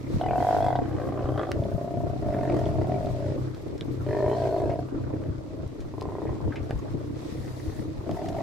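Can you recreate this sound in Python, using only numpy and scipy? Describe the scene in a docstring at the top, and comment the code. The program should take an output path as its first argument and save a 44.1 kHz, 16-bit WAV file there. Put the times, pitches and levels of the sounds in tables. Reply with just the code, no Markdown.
"""Sea lions roar and growl on a steel buoy, heard across water from an idling boat.
Each call is a train of throat flaps, about 20-65 a second, that ring the animal's mouth and chest
and hiss through its jaws. The engine throbs below, wind bumps the microphone, water laps and
splashes, and small knocks sound. Calls and knocks echo briefly off buoy, water and boat."""
import sys
import numpy as np
from scipy import signal
from scipy.fft import rfft, irfft, next_fast_len
from scipy.io import wavfile
from scipy.ndimage import uniform_filter1d, map_coordinates

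SR = 44100
rng = np.random.default_rng(int(sys.argv[2]) if len(sys.argv) > 2 else 0)


def digitize_waveform(pressure):
    """Quantize a signal to 16-bit integers and store it at the path in sys.argv[1].

    Rows of a 2-D input are taken as channels; values are limited to [-1, 1].
    """
    field = np.atleast_2d(pressure).T
    bounded = np.clip(field, -1, 1)
    quanta = np.round(bounded * 32767).astype(np.int16)
    wavfile.write(sys.argv[1], SR, quanta)


N = 371322
T = np.arange(N) / SR

# Jaw resonances of growls and rattle. Each row: centre in Hz, width in Hz, relative gain in dB.
GROWL_JAWS = [(1310, 130, 8), (1840, 180, 10), (2180, 180, 3), (3200, 170, -15.5), (3900, 280, -13.5),
              (5000, 390, -9.5), (8200, 1600, -22)]
# A wave breaking on the buoy. Each row: time in seconds, base level in dB.
SPLASH = [(7.06, -72), (7.24, -60.5), (7.48, -55.5), (7.8, -55.5), (7.9, -67), (8, -101)]


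def sea_lions():
    """A crisp roar, a hoarse rasp, a bellow that opens into a higher vowel, a rattle and growls."""
    # Calls. Each row: time in seconds, flaps per second, mouth resonance in Hz, base level in dB.
    roar = [(0.212, 40.6, 710, -26), (0.31, 41.6, 698, -25), (0.407, 43.6, 715, -24),
            (0.504, 51.5, 697, -19), (0.602, 52.1, 687, -21.5), (0.699, 48.8, 709, -23),
            (0.757, 32, 717, -24.5), (0.802, 21.7, 700, -30.5)]
    rasp = [(0.817, 52.6, 680, -48), (0.925, 54.65, 680, -42.5), (1.0, 57.46, 605, -33.5),
            (1.15, 57.04, 643, -37.5), (1.25, 65.07, 600, -30.5), (1.33, 54.15, 620, -34.5),
            (1.39, 56.47, 636, -31), (1.45, 50.6, 615, -38), (1.52, 48.8, 590, -30)]
    bellow = [(4.066, 45, 597, -33.5), (4.125, 50.48, 616, -27.5), (4.28, 55.87, 603, -23),
              (4.358, 59.4, 628, -27)]
    bellow_tail = [(4.366, 57.5, 676, -29.5), (4.437, 56.5, 699, -27), (4.48, 55.5, 670, -27.5),
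                   (4.583, 53.3, 659, -27), (4.7, 53, 652, -27.5), (4.755, 42, 673, -36),
                   (4.795, 19, 670, -35)]
    rattle = [(5.939, 22.44, 635, -45.5), (6.048, 29.24, 680, -39), (6.156, 31.75, 613, -39),
              (6.265, 26.6, 630, -39), (6.374, 26.44, 660, -47.5), (6.49, 27.6, 625, -44)]
    # Throat resonances, mouth at rest. Each row: centre in Hz, width in Hz, relative gain in dB.
    roar_throat = [(410, 87, -9), (696.5, 39.5, 12.5), (994, 165, -9.5), (1023, 41, -8.5), (1545, 140, -17),
                   (1820, 41, -20.5)]
    rasp_throat = [(357, 74, -2), (596, 69, -1), (737, 65, -4.5), (1170, 110, -17), (1610, 89, -26)]
    bellow_throat = [(403, 46, -3.5), (617, 23, -0.5), (746, 230, -21.5), (948, 94, -17), (1550, 44, -36)]
    bellow_tail_throat = [(383, 32, 2.5), (634, 88, 2.5), (702, 67, 2), (957, 47, -14), (1140, 220, -30.5),
                          (1630, 110, -31.5)]
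    rattle_throat = [(381, 45, 13), (660, 200, 2), (976, 120, 1.5), (2000, 71, -20)]
    # Front of the mouth, shaped by tongue and lips.
    # Each row: time in seconds, resonance in Hz, its level and the jaw hiss in dB re the throat.
    roar_lips = [(.215, 3040, -24, -30), (.26, 2970, -30, -22), (.29, 2300, -19, -34),
                 (.34, 2370, -33, -47), (.4, 3270, -35, -25.5), (.55, 3270, -41, -38),
                 (.62, 3390, -30, -29), (.71, 3380, -30, -25.5), (.76, 3500, -50, -26.5)]
    rasp_lips = [(.83, 1100, -6.5, -10), (1.0, 1090, -15, -18.5), (1.2, 1030, -16, -21.5),
                 (1.31, 1120, -14, -32), (1.4, 1187, -4.5, -11), (1.445, 1190, -5.5, -13),
                 (1.475, 1240, -15, -31)]
    bellow_lips = [(4.064, 1830, -24, -27), (4.115, 1820, -16, -35), (4.21, 1780, -25, -41),
                   (4.3, 1870, -27.5, -29.5)]
    bellow_tail_lips = [(4.4, 1580, -29, -28.5), (4.5, 1470, -31, -34), (4.6, 1680, -29, -35),
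                        (4.8, 1550, -36, -34)]
    rattle_lips = [(6, 1900, -33, -40)]
    # Jaw resonances. Each row: centre in Hz, width in Hz, relative gain in dB.
    roar_jaws = [(2015, 77, 17), (2620, 60, -8), (4270, 120, -9), (4980, 110, 0), (8050, 1000, -16)]
    rasp_jaws = [(1550, 110, 9), (1925, 240, 0), (2500, 120, -6), (3070, 110, -19), (3380, 42, -18)]
    bellow_jaws = [(2220, 99, 4), (2630, 65, 1), (3100, 60, 5), (3830, 60, -1), (4180, 51, 15),
                   (5200, 71, -9), (7900, 1800, -20)]
    bellow_tail_jaws = [(2040, 380, 1), (2600, 100, 0), (3170, 160, -5), (3760, 180, -3), (4290, 130, 10),
                        (5100, 230, 1), (7850, 1800, -15)]
    # Flap textures. Each: roughness, puff t60 in seconds, level scatter in dB.
    crisp, throaty, hoarse = (.3, .026, 1.0), (.6, .036, 1.2), (.8, .024, 1.8)
    return (call(roar, roar_throat, roar_lips, roar_jaws, crisp, rest_hz=701.5,
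                 gain_db=-2.5, gargle=.016)
            + call(rasp, rasp_throat, rasp_lips, rasp_jaws, hoarse, rest_hz=620, gain_db=-.5,
                   overtone_db=-25, gargle=.021, gargle_db=-1, click=.74, hiss_t60_s=.027)
            + call(bellow, bellow_throat, bellow_lips, bellow_jaws, throaty, rest_hz=604.5,
                   gain_db=-1, click=.8, gargle=.013)
            + call(bellow_tail, bellow_tail_throat, bellow_tail_lips, bellow_tail_jaws, throaty,
                   rest_hz=673, click=.53, gargle=.015)
            + call(rattle, rattle_throat, rattle_lips, GROWL_JAWS, crisp, rest_hz=636,
                   gain_db=.5, flutter=.14)
            + growls())


def growls(attack_s=.06, release_s=.061, lips_hz=905, shut_db=-11, puff_t60_s=.02, scatter_db=1.1):
    """Flap rate and mouth glide evenly; lips and hiss peak mid-growl, where the jaws are widest."""
    # Each row: start and length in seconds, first and last flaps per second, first and last mouth
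    # resonance in Hz, level in dB, roughness, lips and hiss in dB re the throat.
    events = [(1.557, .63, 31.4, 31.3, 612, 672, -33.8, 0.1, -19, -32),
              (2.224, 0.52, 51, 38.2, 655, 660, -30.5, 0.33, -15, -19),
              (2.755, .12, 33.7, 34.4, 675, 690, -32.5, 0.25, -16, -22),
              (2.87, 0.13, 38, 54, 697, 655, -27.5, 0.18, -26, -25),
              (3.007, 0.12, 49, 50, 640, 650, -32, 0.3, -25, -22),
              (3.148, 0.22, 55, 48, 636, 557, -34, 0.35, -24, -22),
              (5.14, 0.18, 56, 48, 570, 600, -46, 0.5, -26, -28),
              (5.46, .2, 47, 48, 570, 600, -47.5, 0.6, -24, -30),
              (8.066, .2, 38.7, 42, 631, 700, -35.5, 1.3, -13, -20),
              (8.28, .22, 46.5, 56, 651, 720, -33, 1.4, -14, -20)]
    # Each row: centre in Hz, width in Hz, relative gain in dB.
    throat = [(98, 55, 8), (230, 150, -1), (405.5, 30, 4), (689, 48, 5), (604.6, 75, 5.5), (893, 56, -13),
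              (1310, 54, -37)]
    envelope_db, closing_db = np.array([-2, 0, 0, -6]), shut_db * np.array([1, 0, 1])
    voice = np.zeros(N)
    for s, length_s, rate0, rate1, hz0, hz1, db, rough, lips_db, hiss_db in events:
        knees_s = np.sort([0, attack_s, length_s - release_s, length_s])
        glide = lambda a, b: a + (b - a) * knees_s / length_s
        contour = np.transpose([s + knees_s, glide(rate0, rate1), glide(hz0, hz1), db + envelope_db])
        lips_s = s + length_s * np.array([0, .5, 1])
        lips = np.transpose([lips_s, [lips_hz] * 3, lips_db + closing_db / 2, hiss_db + closing_db])
        texture = (rough, puff_t60_s, scatter_db)
        voice += call(contour, throat, lips, GROWL_JAWS, texture, rest_hz=640, gargle=.045, gargle_db=4)
    return voice


def call(contour, throat, lips, jaws, texture, rest_hz, gain_db=0, gargle=.0052, gargle_db=6.5,
         gargle_per_s=22.16, overtone_db=-30, hiss_t60_s=.023, click=.4, flutter=.036, chest_hz=500):
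    """Each throat flap is a sharp closure and a dying puff of air; both ring throat, lips and jaws."""
    rough, puff_t60_s, scatter_db = texture
    span_s = np.arange(contour[0][0], contour[-1][0], 1 / SR)
    cycles = np.cumsum(curves(contour, span_s)[0]) / SR
    flaps_s = np.interp(np.arange(int(cycles[-1]) + 1), cycles, span_s)
    count = len(flaps_s)
    flap_hz, mouth_hz, db = curves(contour, flaps_s)
    flaps_s += .05 * rough * rng.standard_normal(count) / flap_hz  # a rough throat flaps unevenly
    lips_hz, lips_db, hiss_db = curves(lips, flaps_s[:, None])
    t, hz = np.arange(4096) / SR, np.fft.rfftfreq(4096, 1 / SR)

    def unit_energy(x):
        return x / np.linalg.norm(x, axis=1, keepdims=True)

    def puff(t60_s, rise_s=.0016):
        envelope = amp(-60 * t / t60_s) * (1 - np.exp(-t / rise_s))
        return rfft(unit_energy(rng.standard_normal((count, len(t))) * envelope))

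    def drift():
        knots = abs(flaps_s - flaps_s[0]) * gargle_per_s
        return map_coordinates(rng.standard_normal(2 * count), [knots])[:, None]

    # The jaw shifts the mouth's resonances at each flap; the chest's stay.
    shift = (mouth_hz / rest_hz * (1 + flutter * rough * rng.standard_normal(count)))[:, None]
    modes = [(f if f < chest_hz else f * shift, width, level) for f, width, level in throat]
    radiated = minimum_phase(resonances(modes, hz) * highpass(hz, 130))  # a mouth radiates little bass
    rings = unit_energy(irfft((1 + rough * puff(puff_t60_s)) * radiated))
    lip_modes = [(lips_hz, 70, 0), (1.35 * lips_hz, 300, -22), (2.8 * lips_hz, 300, overtone_db)]
    lip_band = hz / np.hypot(hz, lips_hz) / np.hypot(1, (hz / 4500) ** 2)
    lip_ring = irfft((click + puff(hiss_t60_s)) * resonances(lip_modes, hz) * lip_band)
    rings += amp(lips_db) * unit_energy(lip_ring)
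    # Gargle: each resonance of the wet jaws wanders in pitch and strength.
    jaw_modes = [(f * (1 + gargle * drift()), width, level + gargle_db * drift())
                 for f, width, level in jaws]
    hiss = irfft((click + puff(hiss_t60_s)) * resonances(jaw_modes, hz) * hz / np.hypot(hz, 1500))
    rings += amp(hiss_db) * unit_energy(hiss)
    sizes = amp(db + gain_db + scatter_db * rng.standard_normal(count)) * np.sqrt(SR / flap_hz)
    voice = np.zeros(N)
    for s, size, ring in zip(flaps_s, sizes, rings):
        add(voice, s, size * ring)
    return voice


def engine(firing_hz=32, tone_db=-4, thump_db=-8, waver_db=4.5, hull_db=-35, hull_db_per_db=.35):
    """Uneven firings thump the exhaust; low orders hum and the hull drones in time with them."""
    # Each row: time in seconds, base level in dB.
    levels = [(0.0, -43.5), (0.2, -32), (1.15, -31), (1.6, -35.5), (1.9, -45.5), (2.1, -32), (2.8, -26),
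              (3.1, -32.5), (3.45, -33), (3.6, -41), (3.95, -34.5), (5.0, -34), (5.7, -47), (6.5, -35.5),
              (7.5, -40), (8.1, -39.5)]
    # Each row: multiple of the firing rate, relative level in dB.
    orders = [(2, -17), (3, 6), (4, 10.5)]
    # Each row: centre in Hz, width in Hz, relative gain in dB.
    exhaust_modes = [(63.4, 44, -1.5), (101.8, 30, 1.5), (296, 50, -9.5)]
    # Each row: frequency in Hz, relative density in dB.
    hull_spectrum = [(60, -10), (150, -4), (200, -11.5), (260, -4), (315, 4), (370, -6), (430, -6),
                     (500, -10), (640, -13), (800, -21), (1200, -24.5), (2500, -40.5), (6000, -81)]
    stereo_wobble = lambda per_s: np.array([wobble(per_s), wobble(per_s)])
    level_db, = curves(levels)
    cycles = firing_hz * T + .04 * wobble(3) - .2
    sizes = amp(3.5 * np.tanh(wobble(28)) + 3.5 * np.tanh(stereo_wobble(24)))
    firings = np.diff(np.floor(cycles), prepend=-1) * sizes
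    thumps = unit(filtered(firings, lambda hz: -resonances(exhaust_modes, hz) * highpass(hz, 50)))
    hum = sum(amp(db + 2 * stereo_wobble(9)) * np.sin(2 * np.pi * k * cycles + .9 * stereo_wobble(5))
              for k, db in orders)
    exhaust = amp(thump_db) * thumps + amp(tone_db) * unit(hum)
    exhaust *= amp(level_db + waver_db * np.tanh(wobble(14)))
    throb = 1 + .35 * np.cos(2 * np.pi * cycles - 1)
    hull = unit(rush(hull_spectrum, patchy_db=3) * throb * amp(wobble(16)))
    hull *= amp(hull_db + hull_db_per_db * (level_db - level_db.mean()))
    return exhaust * pan(1.6) + hull


def wind(breeze_db=-39.5, lump_db=3, bump_db=-4, bump_hz=90, rise_s=.0041):
    """A gusty breeze buffets the microphone, with single soft bumps."""
    # Each row: centre and half width in seconds, level in dB.
    gusts = [(.2, 0.065, -35), (1.3, 0.057, -31), (1.68, 0.22, -34), (2.35, 0.062, -28), (2.8, 0.24, -37),
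             (4.15, 0.22, -36), (4.65, 0.13, -41), (5.4, .15, -37.5), (6.1, 0.39, -37), (8.03, 0.11, -29)]
    # Each row: frequency in Hz, relative density in dB.
    buffet_spectrum = [(10, -17), (30, -11), (60, -4.5), (100, -1), (200, -9.5), (500, -23), (2000, -65)]
    # Each row: time in seconds, base level in dB.
    bumps = [(1.245, -16), (1.569, -16.5), (1.602, -13.5), (5.303, -17), (5.665, -20.5), (6.489, -17),
             (6.617, -20.5), (7.683, -19), (7.993, -19)]
    gust_power = sum((amp(db) * swell(s, width_s)) ** 2 for s, width_s, db in gusts)
    strength = np.sqrt(amp(breeze_db) ** 2 + gust_power)
    air = strength * unit(rush(buffet_spectrum, patchy_db=5.5) * amp(lump_db * wobble(5.4)))
    t = np.arange(SR // 8) / SR
    push = t / rise_s * np.exp(1 - t / rise_s)
    for s, db in bumps:
        hz = bump_hz * np.exp(rng.standard_normal() / 10)
        add(air, s - rise_s, amp(db + bump_db) * push * np.sin(2 * np.pi * hz * t))
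    return air * pan(1.5)


def knocks(gain_db=-1, crack_db=-19, crack_t60_s=.0053, attack_s=.00011, soft_hz=8000):
    """Damped knocks and plops: a noise burst into one resonance each; broad ones start with a crack."""
    # Each row: start in seconds, base peak in dB, centre and width in Hz, burst t60 in seconds.
    events = [(0.756, -37, 3520, 710, 0.074), (1.517, -19, 3000, 4130, 0.0048),
              (1.637, -39, 3200, 1200, 0.02), (2.337, -36.5, 1650, 686, 0.11),
              (2.492, -43, 2420, 120, 0.025), (2.656, -36, 3180, 250, 0.016),
              (3.059, -40.5, 4100, 700, 0.022), (3.546, -41, 4430, 2020, 0.019),
              (3.779, -39, 6300, 3000, 0.015), (3.8095, -25.5, 3520, 885, 0.0062),
              (4.699, -38.5, 2180, 903, 0.18), (4.887, -36, 980, 450, 0.0074),
              (5.039, -43, 1520, 170, .016), (5.11, -40.5, 980, 59.6, 0.017), (5.218, -39, 1240, 794, .005),
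              (5.238, -34.5, 1170, 900, 0.0056), (5.464, -39, 1000, 700, 0.0099),
              (2.344, -16.5, 300, 50, 0.021), (2.529, -18.5, 342, 50, 0.039),
              (2.564, -38, 1140, 110, 0.025), (2.818, -39, 1850, 700, 0.016),
              (6.025, -37, 3600, 2530, .006), (8.092, -23, 634, 120, 0.014), (8.261, -40, 1970, 200, .01),
              (5.677, -46, 7050, 4000, 0.015), (5.804, -44.5, 4850, 4970, 0.13),
              (6.011, -30, 4670, 1400, 0.0092), (6.267, -40, 1970, 347.7, 0.2),
              (6.522, -31.5, 1566, 300, 0.1), (6.557, -32.5, 2320, 602, 0.094),
              (6.7081, -14, 784, 702, 0.0048), (6.7094, -29.5, 1750, 700, 0.023),
              (6.79, -46, 6550, 1200, 0.031), (7.479, -39, 1880, 244, 0.018), (7.6, -39, 1820, 200, 0.018),
              (8.112, -36, 4140, 4000, 0.019), (8.185, -48, 1990, 400, .04),
              (8.286, -33.5, 4660, 4030, 0.036)]
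    track, t, hz = np.zeros(N), np.arange(4096) / SR, np.fft.rfftfreq(4096, 1 / SR)
    for s, db, centre_hz, width_hz, t60_s in events:
        burst = rng.standard_normal(len(t)) * amp(-60 * t / t60_s) * (1 - np.exp(-t / attack_s))
        body = resonances([(centre_hz, width_hz, 0)], hz) / (1 + 1j * hz / (soft_hz + centre_hz))
        knock = irfft(rfft(burst) * body)
        crack = rng.standard_normal(len(t)) * amp(crack_db - 60 * t / crack_t60_s)
        crack *= min(width_hz / 3000, 1)
        add(track, s, amp(db + gain_db) * (knock / np.abs(knock).max() + crack))
    return track


def sea(wash_db=.5, spray_db=-71, spray_db_per_db=2.7, foam_db=-1, drops_per_s=120, drop_db=-9):
    """Water washes round the hull and foams on the buoy; spray hisses and droplets tick."""
    # Lapping water. Each row: time in seconds, base level in dB.
    chop = [(0, -57), (4.6, -58.5), (5.3, -61), (7.1, -58), (7.6, -58.5), (8.42, -58)]
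    # Swells of broad hiss, mostly the animals' breath during calls.
    # Each row: centre and half width in seconds, base levels of the wash and spray bands in dB.
    hiss_swells = [(.17, 0.053, -52.5, -66), (.5, 0.12, -49, -56), (2.62, 0.16, -54, -66.5),
                   (3.15, 0.24, -55.5, -68.5), (4.38, 0.25, -53.5, -67), (7.26, .09, -54.5, -78),
                   (8.35, 0.25, -55.5, -63)]
    # Each row: frequency in Hz, relative density in dB.
    wash_spectrum = [(300, -40), (900, 13), (1250, 10.5), (1570, 2), (1900, 8), (2850, 2.5), (4000, 4),
                     (5200, 1), (8000, -6), (10000, -15.5), (15000, -27)]
    spray_spectrum = [(2000, -20), (5000, 11), (8000, 10), (10000, 6.5), (12000, 11.5), (13500, 3.5),
                      (15600, 0)]
    foam_spectrum = [(800, -7), (1550, -19), (1750, 16), (1900, 11), (2100, 12), (2850, 3), (3500, 12.5),
                     (4800, 10.5), (7500, 6.5), (10000, 5), (14000, 0), (15600, -8)]
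    chop_db, = curves(chop)
    wash_gain = amp(chop_db)
    spray_gain = amp(spray_db + spray_db_per_db * (chop_db - chop_db.mean()))
    for s, width_s, mid_db, treble_db in hiss_swells:
        envelope = swell(s, width_s)
        wash_gain = np.hypot(wash_gain, amp(mid_db) * envelope)
        spray_gain = np.hypot(spray_gain, amp(treble_db) * envelope)
    hits = rng.random((2, N)) < drops_per_s / SR
    drops = hits * amp(9 * np.minimum(rng.exponential(size=(2, N)), 3))
    ticks = unit(filtered(drops, lambda hz: amp(along(wash_spectrum, hz))))
    wash = rush(wash_spectrum, patchy_db=.8)
    spray = rush(spray_spectrum, patchy_db=.8)
    foam = rush(foam_spectrum, patchy_db=2.2)
    spray *= spray_gain * amp(3.5 * wobble(40))
    foam *= amp(curves(SPLASH)[0] + foam_db + np.tanh(wobble(64)))
    wash *= amp(wash_db + wobble(22))
    return wash_gain * (wash + amp(drop_db) * ticks) + (spray + foam) * pan(.9)


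def spatter(drops_per_s=130, bubble_hz=1900, bubble_db=6.5, tick_hz=4600, tick_db=5.5, t60_cycles=24):
    """Drops from the splash fall back: half ring a bubble, the others only tick."""
    track, t = np.zeros((2, N)), np.arange(SR // 30) / SR
    start_s, end_s = SPLASH[0][0], SPLASH[-1][0]
    for k in range(int((end_s - start_s) * drops_per_s)):
        s = rng.uniform(start_s, end_s)
        pitch, size, side = np.clip(rng.standard_normal(3), -2, 2)
        centre_hz, spread, db = (bubble_hz, .045, bubble_db) if k % 2 else (tick_hz, .36, tick_db)
        hz = centre_hz * np.exp(spread * pitch)
        drop = np.sin(2 * np.pi * hz * t) * amp(-60 * t * hz / t60_cycles)
        add(track, s, amp(curves(SPLASH, s)[0] + db + 4 * size) * pan(2 * side) * drop)
    return track


def echo(x, delay_s=.003135, fade_s=.3):
    """Diffuse echo off buoy, water and boat, as mid and side; the paths change as the boat drifts."""
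    # Each row: frequency in Hz, t60 in seconds.
    decay = [(200, 0.33), (1000, 0.21), (8000, 0.01)]
    hz, t, noise = signal.stft(rng.standard_normal((2, SR // 4)), SR, nperseg=256)
    envelope = amp(-60 * t / along(decay, hz)[:, None])
    wet = np.zeros((2, N))
    for s in np.arange(0, N / SR + fade_s, fade_s):
        phases = np.exp(2j * np.pi * rng.random(noise.shape))
        tail = signal.istft(noise * phases * envelope, SR, nperseg=256)[1]
        tail /= np.linalg.norm(tail[0])
        near = np.flatnonzero(abs(T - s) < fade_s)
        part = x[near] * np.cos(np.pi / 2 * (T[near] - s) / fade_s)
        add(wet, T[near[0]] + delay_s, signal.fftconvolve(part[None], tail, axes=1))
    return wet


def rush(spectrum, patchy_db):
    """Stereo noise of rms 1 with random gain patches in time and frequency."""
    # Each row: frequency in Hz, left-right correlation.
    correlation = [(40, 0), (300, 0.31), (900, 0), (2500, 0), (8000, 0)]

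    def mid_side_gains(hz):
        angle = np.arccos(along(correlation, hz)) / 2
        return amp(along(spectrum, hz)) * np.array([np.cos(angle), np.sin(angle)])

    noise = signal.stft(rng.standard_normal((2, N)), nperseg=512)[2]
    patches = uniform_filter1d(rng.standard_normal(noise.shape[1:]), size=6, axis=0)
    patches = unit(uniform_filter1d(patches, size=8, axis=1))
    pair = signal.istft(noise * amp(patchy_db * patches), nperseg=512)[1][:, :N]
    mid, side = filtered(pair, mid_side_gains)
    return unit(np.array([mid + side, mid - side]))


def resonances(modes, hz):
    """Causal response of (centre Hz, width Hz, dB) modes, alternating in sign."""
    return sum((-1) ** k * amp(db) * f * width / (f * f - hz * hz + 1j * hz * width)
               for k, (f, width, db) in enumerate(modes))


def highpass(hz, corner_hz):
    """Two-pole high-pass response."""
    return (1j * hz / (1j * hz + corner_hz)) ** 2


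def minimum_phase(response):
    """The same gains with the most abrupt attack they allow."""
    cepstrum = irfft(np.log(np.abs(response) + 1e-6))
    half = cepstrum.shape[-1] // 2
    return np.exp(rfft(cepstrum * np.r_[1, np.full(half - 1, 2), 1, np.zeros(half - 1)]))


def filtered(x, response):
    """Filter x by response(hz)."""
    size = next_fast_len(N + SR // 2)
    return irfft(rfft(x, size) * response(np.fft.rfftfreq(size, 1 / SR)), size)[..., :N]


def curves(rows, at_s=T):
    """Each column after the time, interpolated at at_s."""
    times_s, *columns = np.transpose(rows)
    return [np.interp(at_s, times_s, column) for column in columns]


def along(points, hz):
    """Interpolate (Hz, value) points on a log axis."""
    points_hz, values = np.transpose(points)
    return np.interp(np.log(hz + 1), np.log(points_hz + 1), values)


def wobble(knots_per_s):
    """Smooth random curve."""
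    knots, coarse_s = rng.standard_normal(int(N * knots_per_s / SR) + 4), T[::64]
    return np.interp(T, coarse_s, map_coordinates(knots, [coarse_s * knots_per_s]))


def swell(centre_s, width_s):
    """Gaussian rise and fall."""
    return np.exp(-((T - centre_s) / width_s) ** 2 / 2)


def add(track, start_s, sound):
    """Mix a sound into a track."""
    part = track[..., max(round(start_s * SR), 0):][..., :sound.shape[-1]]
    part += sound[..., :part.shape[-1]]


def amp(db):
    """Decibels to gain."""
    return 10 ** (np.asarray(db) / 20)


def pan(db):
    """Stereo gains: left up by db, right down."""
    return amp([[db], [-db]])


def unit(x):
    """Scale to rms 1."""
    return x / np.sqrt(np.mean(x ** 2) + 1e-20)


def scene(echo_db=-12, spread_hz=1000):
    """Herd and knocks in front; boat, wind and water all round."""
    front = sea_lions() + knocks()
    mid, side = echo(front)
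    side = filtered(side, lambda hz: hz / np.hypot(hz, spread_hz))  # only the echo's treble is wide
    around = np.array([mid + side, mid - side]) / np.sqrt(2)
    return front * pan(.2) + amp(echo_db) * around + engine() + wind() + sea() + spatter()


def record(dry):
    """Brick-wall low-pass."""
    return filtered(dry, lambda hz: hz < 15700)


dry = scene()
out = record(dry)
digitize_waveform(out)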